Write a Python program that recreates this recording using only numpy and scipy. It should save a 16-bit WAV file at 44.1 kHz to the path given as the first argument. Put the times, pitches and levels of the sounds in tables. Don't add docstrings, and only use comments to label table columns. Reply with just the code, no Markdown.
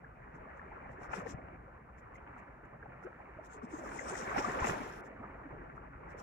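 import sys
import numpy as np
from scipy import signal
from scipy.fft import rfft, irfft, next_fast_len
from scipy.io import wavfile
from scipy.ndimage import uniform_filter1d

SR = 44100
rng = np.random.default_rng(int(sys.argv[2]) if len(sys.argv) > 2 else 0)


def level_to_linear(level):
    exponent = np.asarray(level, float) / 20
    return 10 ** exponent


def store_wav(level_fs):
    pcm = np.round(np.clip(np.atleast_2d(level_fs), -1, 1) * 32767)
    wavfile.write(sys.argv[1], SR, pcm.T.astype(np.int16))


N = 274302
PADDED = next_fast_len(N, real=True)
GATE_HZ, TOP_HZ = 3770, 15770
NEAR_LEAD_MS, FAR_LAG_MS = 0.48, 0.1

# frequency in Hz, dB per Hz.
HISS_COLOUR = [(4000, -22), (4900, -16), (5150, -2), (6300, -0.5), (7500, 1), (8000, -7), (9400, -16),
               (9700, -30)]


def sea():
    # frequency in Hz, dB per Hz.
    sea_colour = [(15, -31), (25, -20.5), (55, -2.5), (92, -12.5), (137, -8), (209, -10), (271, -7.5),
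                  (331, -9.5), (1350, -8), (2010, -12.5), (3000, -38.5), (3900, -70.5), (6600, -120)]
    # time in seconds, share 0-1.
    near_share = [
        (0.0, 0.7),
        (1.35, 0.71),
        (1.7, 0.52),
        (3.3, 0.17),
        (3.6, 0.92),
        (4.85, 0.74),
        (5.2, 0.07),
        (5.6, 0.85),
        (6.22, 0.53),
    ]
    *lower_db, foam_db = swell()
    shares_db = [[9.0], [6.5], [7.0], [5.5]]
    levels_db = np.array([*lower_db, foam_db]) + shares_db
    nearness = np.clip(in_time(near_share)[0], 0, 1)

    def level_db(hz):
        place = np.interp(np.log(hz), np.log([100, 280, 740, 1500]), np.arange(4))
        below = min(int(place), 2)
        return (below + 1 - place) * levels_db[below] + (place - below) * levels_db[below + 1]

    bubbles = grains(700, 3.67, 0.64, count=4)
    near, far, *own = bands(bubbles, sea_colour, 2.62, 17.7, level_db)
    near = np.sqrt(nearness) * near
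    far = np.sqrt(1 - nearness) * far
    left = near + late(far, FAR_LAG_MS)
    right = late(near, NEAR_LEAD_MS) + far
    water = np.array([left, right]) + own
    lean_db = 1.7 * nearness - 0.7
    return water * level_to_linear(np.array([lean_db, -lean_db]) / 2)


def swell():
    # time in seconds, vigour as foam in dB, extra sucked through the gaps in dB.
    vigour = [(0.0, -63, 3.5), (0.6, -57, -1), (0.99, -58, 1.5), (1.18, -48, -3), (1.32, -59, 5),
              (1.85, -64.5, 1), (2.37, -58.5, -0.5), (2.75, -63.5, 3.5), (3.1, -58, -1), (3.5, -59, 1),
              (3.86, -53.5, 4.5), (4.35, -44.5, -2), (4.63, -42, -2), (4.95, -54, 2), (5.25, -57, 2.5),
              (5.6, -59, 5.5), (5.92, -62.5, 2), (6.22, -56, 0)]
    foam_db, sucked_db = in_time(vigour)
    awake_db = np.maximum(foam_db + 57, 0)
    rumble_db = -56 + 0.41 * awake_db + 0.34 * sucked_db
    gurgle_db = foam_db + sucked_db
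    burble_db = -60 + 0.98 * (foam_db + 60) + 0.4 * sucked_db
    return rumble_db, gurgle_db, burble_db, foam_db


def bands(source, colour, patchy_db, flicker_hz, level_db):
    # frequency in Hz, left-right likeness 0-1.
    likeness = [(60, 0.99), (130, 1), (290, 0.9), (640, 0.15), (1400, 0.78), (3100, 0.5), (7000, .3),
                (15000, .3)]
    low_hz = colour[0][0]
    edges = low_hz * 2 ** np.arange(0, np.log2(GATE_HZ / low_hz) + 1 / 3, 1 / 3)
    together = drift(flicker_hz) + 1.18 * drift(2.0)
    out, power = 0, 0
    for k, (low, high) in enumerate(zip(edges, edges[1:])):
        sos = signal.butter(2, [low, high], "band", fs=SR, output="sos")
        parts = signal.sosfilt(sos, np.roll(source, 9173 * k, axis=1))
        hz = np.sqrt(low * high)
        alike = np.clip(at_hz(likeness, hz), 0, 1)
        flicker = 0.32 * together + drift(1.22 * flicker_hz)
        gain = level_to_linear(at_hz(colour, hz) + patchy_db * flicker)
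        power += np.mean((parts[0] * gain) ** 2)
        blend = np.sqrt([[alike], [alike], [1 - alike], [1 - alike]])
        out = out + parts * (gain * level_to_linear(level_db(hz))) * blend
    return out / np.sqrt(power)


def plops(rows):
    out = np.zeros((2, N + SR))
    chance = rng.standard_normal((len(rows), 3, 17))
    knots = np.linspace(-3.5, 5.5, 17)
    for (s, level_db, hz, ms, pan_db, lead_ms), (turns, *flutter) in zip(rows, chance):
        half = ms / 2000
        for side, sign in enumerate((1, -1)):
            t = np.arange(int(8 * half * SR)) / SR + sign * lead_ms / 2000
            u = t / half - 3
            shape = np.exp(-0.75 * (u / np.where(u < 0, 0.6, 1.3)) ** 2)
            shape *= level_to_linear(2.5 * np.interp(u, knots, flutter[side]))
            waver = 0.2 * np.interp(u, knots, np.cumsum(turns))
            phase = 2 * np.pi * (hz * half * u * (1 + 0.0063 * u) + waver + turns[0])
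            at = max(int((s - 3 * half) * SR), 0)
            out[side, at:at + len(u)] += level_to_linear(level_db + sign * pan_db / 2 + 0.5) * shape * np.sin(phase)
    return out[:, :N]


def rock_pockets():
    # time in seconds, peak in dB, pitch in
    # Hz, left-right in dB.
    pockets = [(0.346, -51, 171, -2), (0.773, -53, 460, -4), (0.905, -53, 80, -6), (1.094, -45.5, 66, 2),
               (1.183, -39.5, 190, 0.5), (1.221, -42.5, 470, 4), (1.266, -40.5, 434, 4.5),
               (1.321, -49, 285, 3), (1.346, -37, 118, 7), (3.054, -42, 325, 5), (3.068, -41, 490, 4),
               (3.296, -54.5, 370, -7), (3.626, -46.5, 384, 8), (3.64, -38.5, 251, 5), (3.74, -38, 350, 4),
               (3.838, -41, 524, 2), (4.128, -38, 400, -7), (4.38, -38.5, 277, 9), (4.389, -34, 393, -5),
               (4.485, -42.5, 238, -2), (4.622, -33.5, 104, -1.5), (4.649, -39.5, 202, 2),
               (4.675, -41, 420, -7), (4.692, -37, 82, -4), (4.71, -36, 130, -4), (4.771, -44.5, 284, 1),
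               (4.808, -44, 283, 10), (5.205, -46.5, 266, 1), (5.257, -49, 200, 0), (5.459, -44, 260, -2),
               (0.046, -48.5, 1760, 0.5), (0.596, -46, 1810, 0.5), (0.718, -46.5, 830, 0.5),
              (1.047, -51, 1170, 12), (1.136, -36, 890, 7.5), (1.138, -36, 1360, 7), (1.207, -45, 1290, 6),
              (1.265, -44, 770, 12), (1.271, -44, 1880, 9), (2.158, -50, 2050, -0.5),
              (2.366, -47.5, 1370, 1.5), (2.829, -44.5, 1620, 1), (2.859, -46, 720, 3.5),
              (3.038, -49, 1420, -10), (3.205, -46.5, 960, -7), (3.391, -42.5, 628, -2),
              (3.62, -47, 1200, 6), (3.918, -43, 1440, 1), (3.961, -44.5, 920, 11),
              (3.993, -39.5, 2020, 13.5), (4.154, -39, 1950, 9), (4.296, -37, 1870, 4),
              (4.365, -28.5, 734, -9), (4.447, -28.5, 1110, 8.5), (4.628, -30, 1010, 2),
              (4.648, -32, 850, 8), (4.672, -37, 1160, 3), (5.24, -41.5, 1284, -4), (5.779, -44, 1330, 5.5),
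              (6.147, -45.5, 545, -4)]
    s, level_db, hz, pan_db = np.transpose(pockets)
    thud_ms = 1000 * 1.6 / hz
    ring_ms = 17.6 * (hz / 300) ** -0.53
    ms = np.where(hz < 140, thud_ms, ring_ms)
    lead_ms = 0.074 + 0.06 * pan_db
    return np.transpose([s, level_db, hz, ms, pan_db, lead_ms])


def gurgles(count):
    _, gurgle_db, burble_db, _ = swell()
    when, pitch, size, cycles, pan, lead = rng.random((count, 6)).T
    thickness = np.cumsum(level_to_linear(0.75 * burble_db))
    at = np.searchsorted(thickness, when * thickness[-1]).clip(0, N - 1)
    hz = 350 * 2 ** (2.4 * pitch)
    level_db = np.where(hz < 500, gurgle_db[at], burble_db[at]) - 4 + 10 * size ** 2
    ms = (3.8 + 7.2 * cycles) * 1000 / hz
    lead_ms = np.where(burble_db[at] > -55, NEAR_LEAD_MS * lead, -FAR_LAG_MS)
    return np.transpose([at / SR, level_db, hz, ms, 8 * (pan - 0.5), lead_ms])


def slaps():
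    # start in seconds, peak in dB, left-right in dB, time to fall 60 dB in seconds.
    hits = [(1.131, -37, 9.5, 0.095), (1.203, -45, 4, 0.04), (1.483, -44.5, 5, 0.019),
            (2.18, -45.5, 5, 0.03), (2.273, -45, 7, 0.028), (3.064, -46, 0, 0.016), (3.381, -49, 4, 0.014),
            (4.137, -38, 10, 0.032), (4.293, -49, 7, 0.04), (4.38, -25, 3, 0.042), (4.445, -51, 9, 0.029),
            (4.588, -33.5, 3, 0.077), (4.642, -26.5, 4, 0.05), (4.668, -30.5, 2, 0.054),
            (4.695, -25, -1, 0.029), (6.139, -61, -4, 0.027)]
    out = np.zeros((2, N + SR))
    t = np.arange(SR // 10) / SR
    sos = signal.butter(3, [250, 2200], "band", fs=SR, output="sos")
    for (s, level_db, pan_db, t60), noise in zip(hits, rng.standard_normal((len(hits), 2, len(t)))):
        noise[1] = 0.12 * late(noise[0], NEAR_LEAD_MS) + 1.22 * noise[1]
        envelope = (1 - np.exp(-t / 0.0012)) * level_to_linear(-60 * t / t60)
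        burst = rms_one(signal.sosfilt(sos, noise)) * envelope
        at = int(s * SR)
        out[:, at:at + len(t)] += burst * level_to_linear(level_db + np.array([[pan_db], [-pan_db]]) / 2)
    return out[:, :N]


def spray():
    # frequency in Hz, dB per Hz.
    air_colour = [(6700, -20), (9800, -8.5), (11700, -10), (13400, -17), (TOP_HZ, -18)]
    # frequency in Hz, dB per Hz.
    edge_colour = [(2400, 7), (2900, 1), (3400, -1), (4600, -8), (5200, -5.5)]
    # time in seconds, gain in dB.
    upper_open = [
        (3.4, -4),
        (3.45, 2),
        (3.95, 2),
        (4.24, -1),
        (4.27, -4),
    ]
    left, right, air, edge = gate()
    drops = grains(1500, 3.8, 0.38, count=2)
    drops = np.vstack([np.roll(drops, 50021 * k, axis=1) for k in range(3)])
    drops = drops * level_to_linear(drift(68))
    for k in (0, 2, 4):
        drops[k + 1] = 0.17 * late(drops[k], NEAR_LEAD_MS) + 0.93 * drops[k + 1]
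    hiss_edges = [3900, 5030, 6060, 7770, 10200, 11000]
    hiss = patchy(shaped(drops[:2], HISS_COLOUR), hiss_edges, 2.9, in_time(upper_open)[0])
    hiss = hiss * np.array([left, right])
    top = patchy(shaped(drops[2:4], air_colour), [8000, 12000, 16000], 1.3)
    top = top * air * level_to_linear([[-3.5], [0.5]])
    return hiss + top + shaped(drops[4:], edge_colour) * edge * level_to_linear([[2.5], [0.5]])


def gate():
    # time in seconds, hiss in dB, left-right in dB.
    wash = [
        (3.7, -85, 22),
        (3.9, -69, 15),
        (3.954, -65, 30),
        (4.174, -61, 20),
        (4.236, -67, 8),
        (4.64, -63, 6),
        (4.842, -68.5, 2.5),
        (5.01, -75.5, 10),
    ]
    # time in seconds, left hiss in dB, left-right in dB, length in ms.
    splashes = [(0.359, -74.5, 8, 25), (0.575, -73, 19, 24), (0.923, -71.5, 10, 34), (1.041, -62.5, 11, 43),
                (1.157, -49.5, 20, 51), (1.195, -59.5, 7, 47), (1.297, -49, 22, 42), (1.992, -68.5, 15, 21),
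                (2.157, -67, 10, 19), (2.389, -69, 11, 22), (2.655, -77.5, 3.5, 11), (3.04, -70.5, 1, 22),
                (3.458, -62.5, 5, 27), (3.536, -59, 23, 50), (3.645, -62, 21, 24), (3.737, -54.5, 33, 48),
                (3.79, -58, 16, 32), (3.971, -52, 29, 49), (4.098, -42, 39, 31), (4.15, -60, 17, 37),
                (4.202, -47, 22, 76), (4.392, -38.5, 23, 33), (4.44, -46, 30, 53), (4.531, -52, 9, 23),
                (4.672, -42.5, 6, 40), (4.702, -43.5, 6, 47), (5.062, -67.5, 4, 32), (5.765, -81, 3, 24),
                (6.11, -65, 12, 31), (6.198, -57.5, 9, 27)]
    narrower = [
        [0.98],
        [1.1],
        [0.91],
        [0.86],
    ]
    # dB at a hiss of -70, share of the left swing, share of the right swing
    wash_air, wash_edge = (-71, 0.062, 0.34), (-64, 0.56, 0.5)
    splash_air, splash_edge = (-79, 0.42, 0.57), (-80, 0.9, 0.19)
    hiss_db, pan_db = in_time(wash, outside=-240)
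    levels_db = opened(hiss_db, hiss_db - np.maximum(pan_db, 0), wash_air, wash_edge)
    power = level_to_linear(levels_db + [[6.5], [3.5], [0], [0]]) ** 2
    for s, left_db, pan_db, ms in splashes:
        u = np.abs(np.arange(N) / SR - s) / (ms / 2000)
        near = u < 4
        levels_db = opened(left_db, left_db - pan_db, splash_air, splash_edge)
        closing_db = 5.4 * (np.abs(narrower) * u[near]) ** 1.9
        power[:, near] += level_to_linear(levels_db[:, None] - 4.5 - closing_db) ** 2
    return np.sqrt(power)


def opened(left_db, right_db, air, edge):
    others = [db + left * (left_db + 70) + right * (right_db + 70) for db, left, right in (air, edge)]
    return np.array([left_db, right_db, *others])


def patchy(x, edges_hz, spread_db, upper_db=0):
    frame_s = 1024 / SR
    hz, spectrum, out = np.fft.rfftfreq(PADDED, 1 / SR), rfft(x, PADDED), 0
    frames = np.arange(0, N / SR + frame_s, frame_s)
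    for low, high in zip(edges_hz, edges_hz[1:]):
        steps = uniform_filter1d(rng.standard_normal((2, len(frames))), size=2) * np.sqrt(2)
        held = level_to_linear(spread_db * steps)[:, (np.arange(N) / SR / frame_s).astype(int)]
        gain = uniform_filter1d(held, size=256)
        band = irfft(spectrum * ((hz >= low) & (hz < high)), PADDED)[:, :N]
        is_upper = high == edges_hz[-2]
        out = out + band * gain * level_to_linear(upper_db * is_upper)
    return rms_one(out)


def residue():
    # frequency in Hz, dB per Hz.
    leak_colour = [(2600, 2), (3200, 0.5), (4500, -5), (5500, -11), (9000, -11.5), (10000, -20)]
    foam_db = np.minimum(swell()[3], -57)
    white = rng.standard_normal((5, N))
    trace = shaped(white[:2], leak_colour) * level_to_linear(foam_db - 33)
    trace[0] += shaped(white[2], HISS_COLOUR) * level_to_linear(0.68 * foam_db - 52.5)
    self_noise = shaped(white[3:], [(2500, 0), (TOP_HZ, -1)]) * level_to_linear(-93.5)
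    return trace + self_noise


def grains(per_s, spread_db, share, count):
    size_db = spread_db * np.minimum(rng.exponential(1, (count, N)), 4)
    sizes = level_to_linear(size_db) * rng.choice([-1, 1], (count, N))
    clicks = rms_one(sizes * (rng.random((count, N)) < per_s / SR))
    share = np.clip(share, 0, 1)
    return np.sqrt(share) * clicks + np.sqrt(1 - share) * rng.standard_normal((count, N))


def shaped(source, colour):
    hz = np.fft.rfftfreq(PADDED, 1 / SR) + 1
    inside = (hz > colour[0][0]) & (hz < colour[-1][0])
    spectrum = rfft(source, PADDED) * level_to_linear(at_hz(colour, hz)) * inside
    return rms_one(irfft(spectrum, PADDED)[..., :N])


def drift(rate):
    r = np.exp(-80 * np.pi * rate / SR)
    noise = rng.standard_normal(N // 40 + 2002)
    slow = signal.lfilter([1], [1, -2 * r, r * r], noise)[2000:]
    return np.interp(np.arange(N) / 40, np.arange(len(slow)), rms_one(slow))


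def late(x, ms):
    return np.interp(np.arange(len(x)) - ms * SR / 1000, np.arange(len(x)), x)


def rms_one(x):
    return x / np.sqrt(np.mean(x ** 2) + 1e-20)


def in_time(rows, outside=None):
    s, *columns = np.transpose(rows)
    return [np.interp(np.arange(N) / SR, s, c, outside, outside) for c in columns]


def at_hz(points, hz):
    points_hz, values = np.transpose(points)
    return np.interp(np.log(hz), np.log(points_hz), values)


def scene():
    water = sea() + plops(rock_pockets()) + slaps() + plops(gurgles(count=260))
    always_passed = signal.cheby2(8, 45, GATE_HZ, fs=SR, output="sos")
    return signal.sosfilt(always_passed, water) + spray() + residue()


def top_cut(x):
    return signal.sosfilt(signal.butter(12, 15780, fs=SR, output="sos"), x)


def record(dry):
    return top_cut(dry)


dry = scene()
out = record(dry)
store_wav(out)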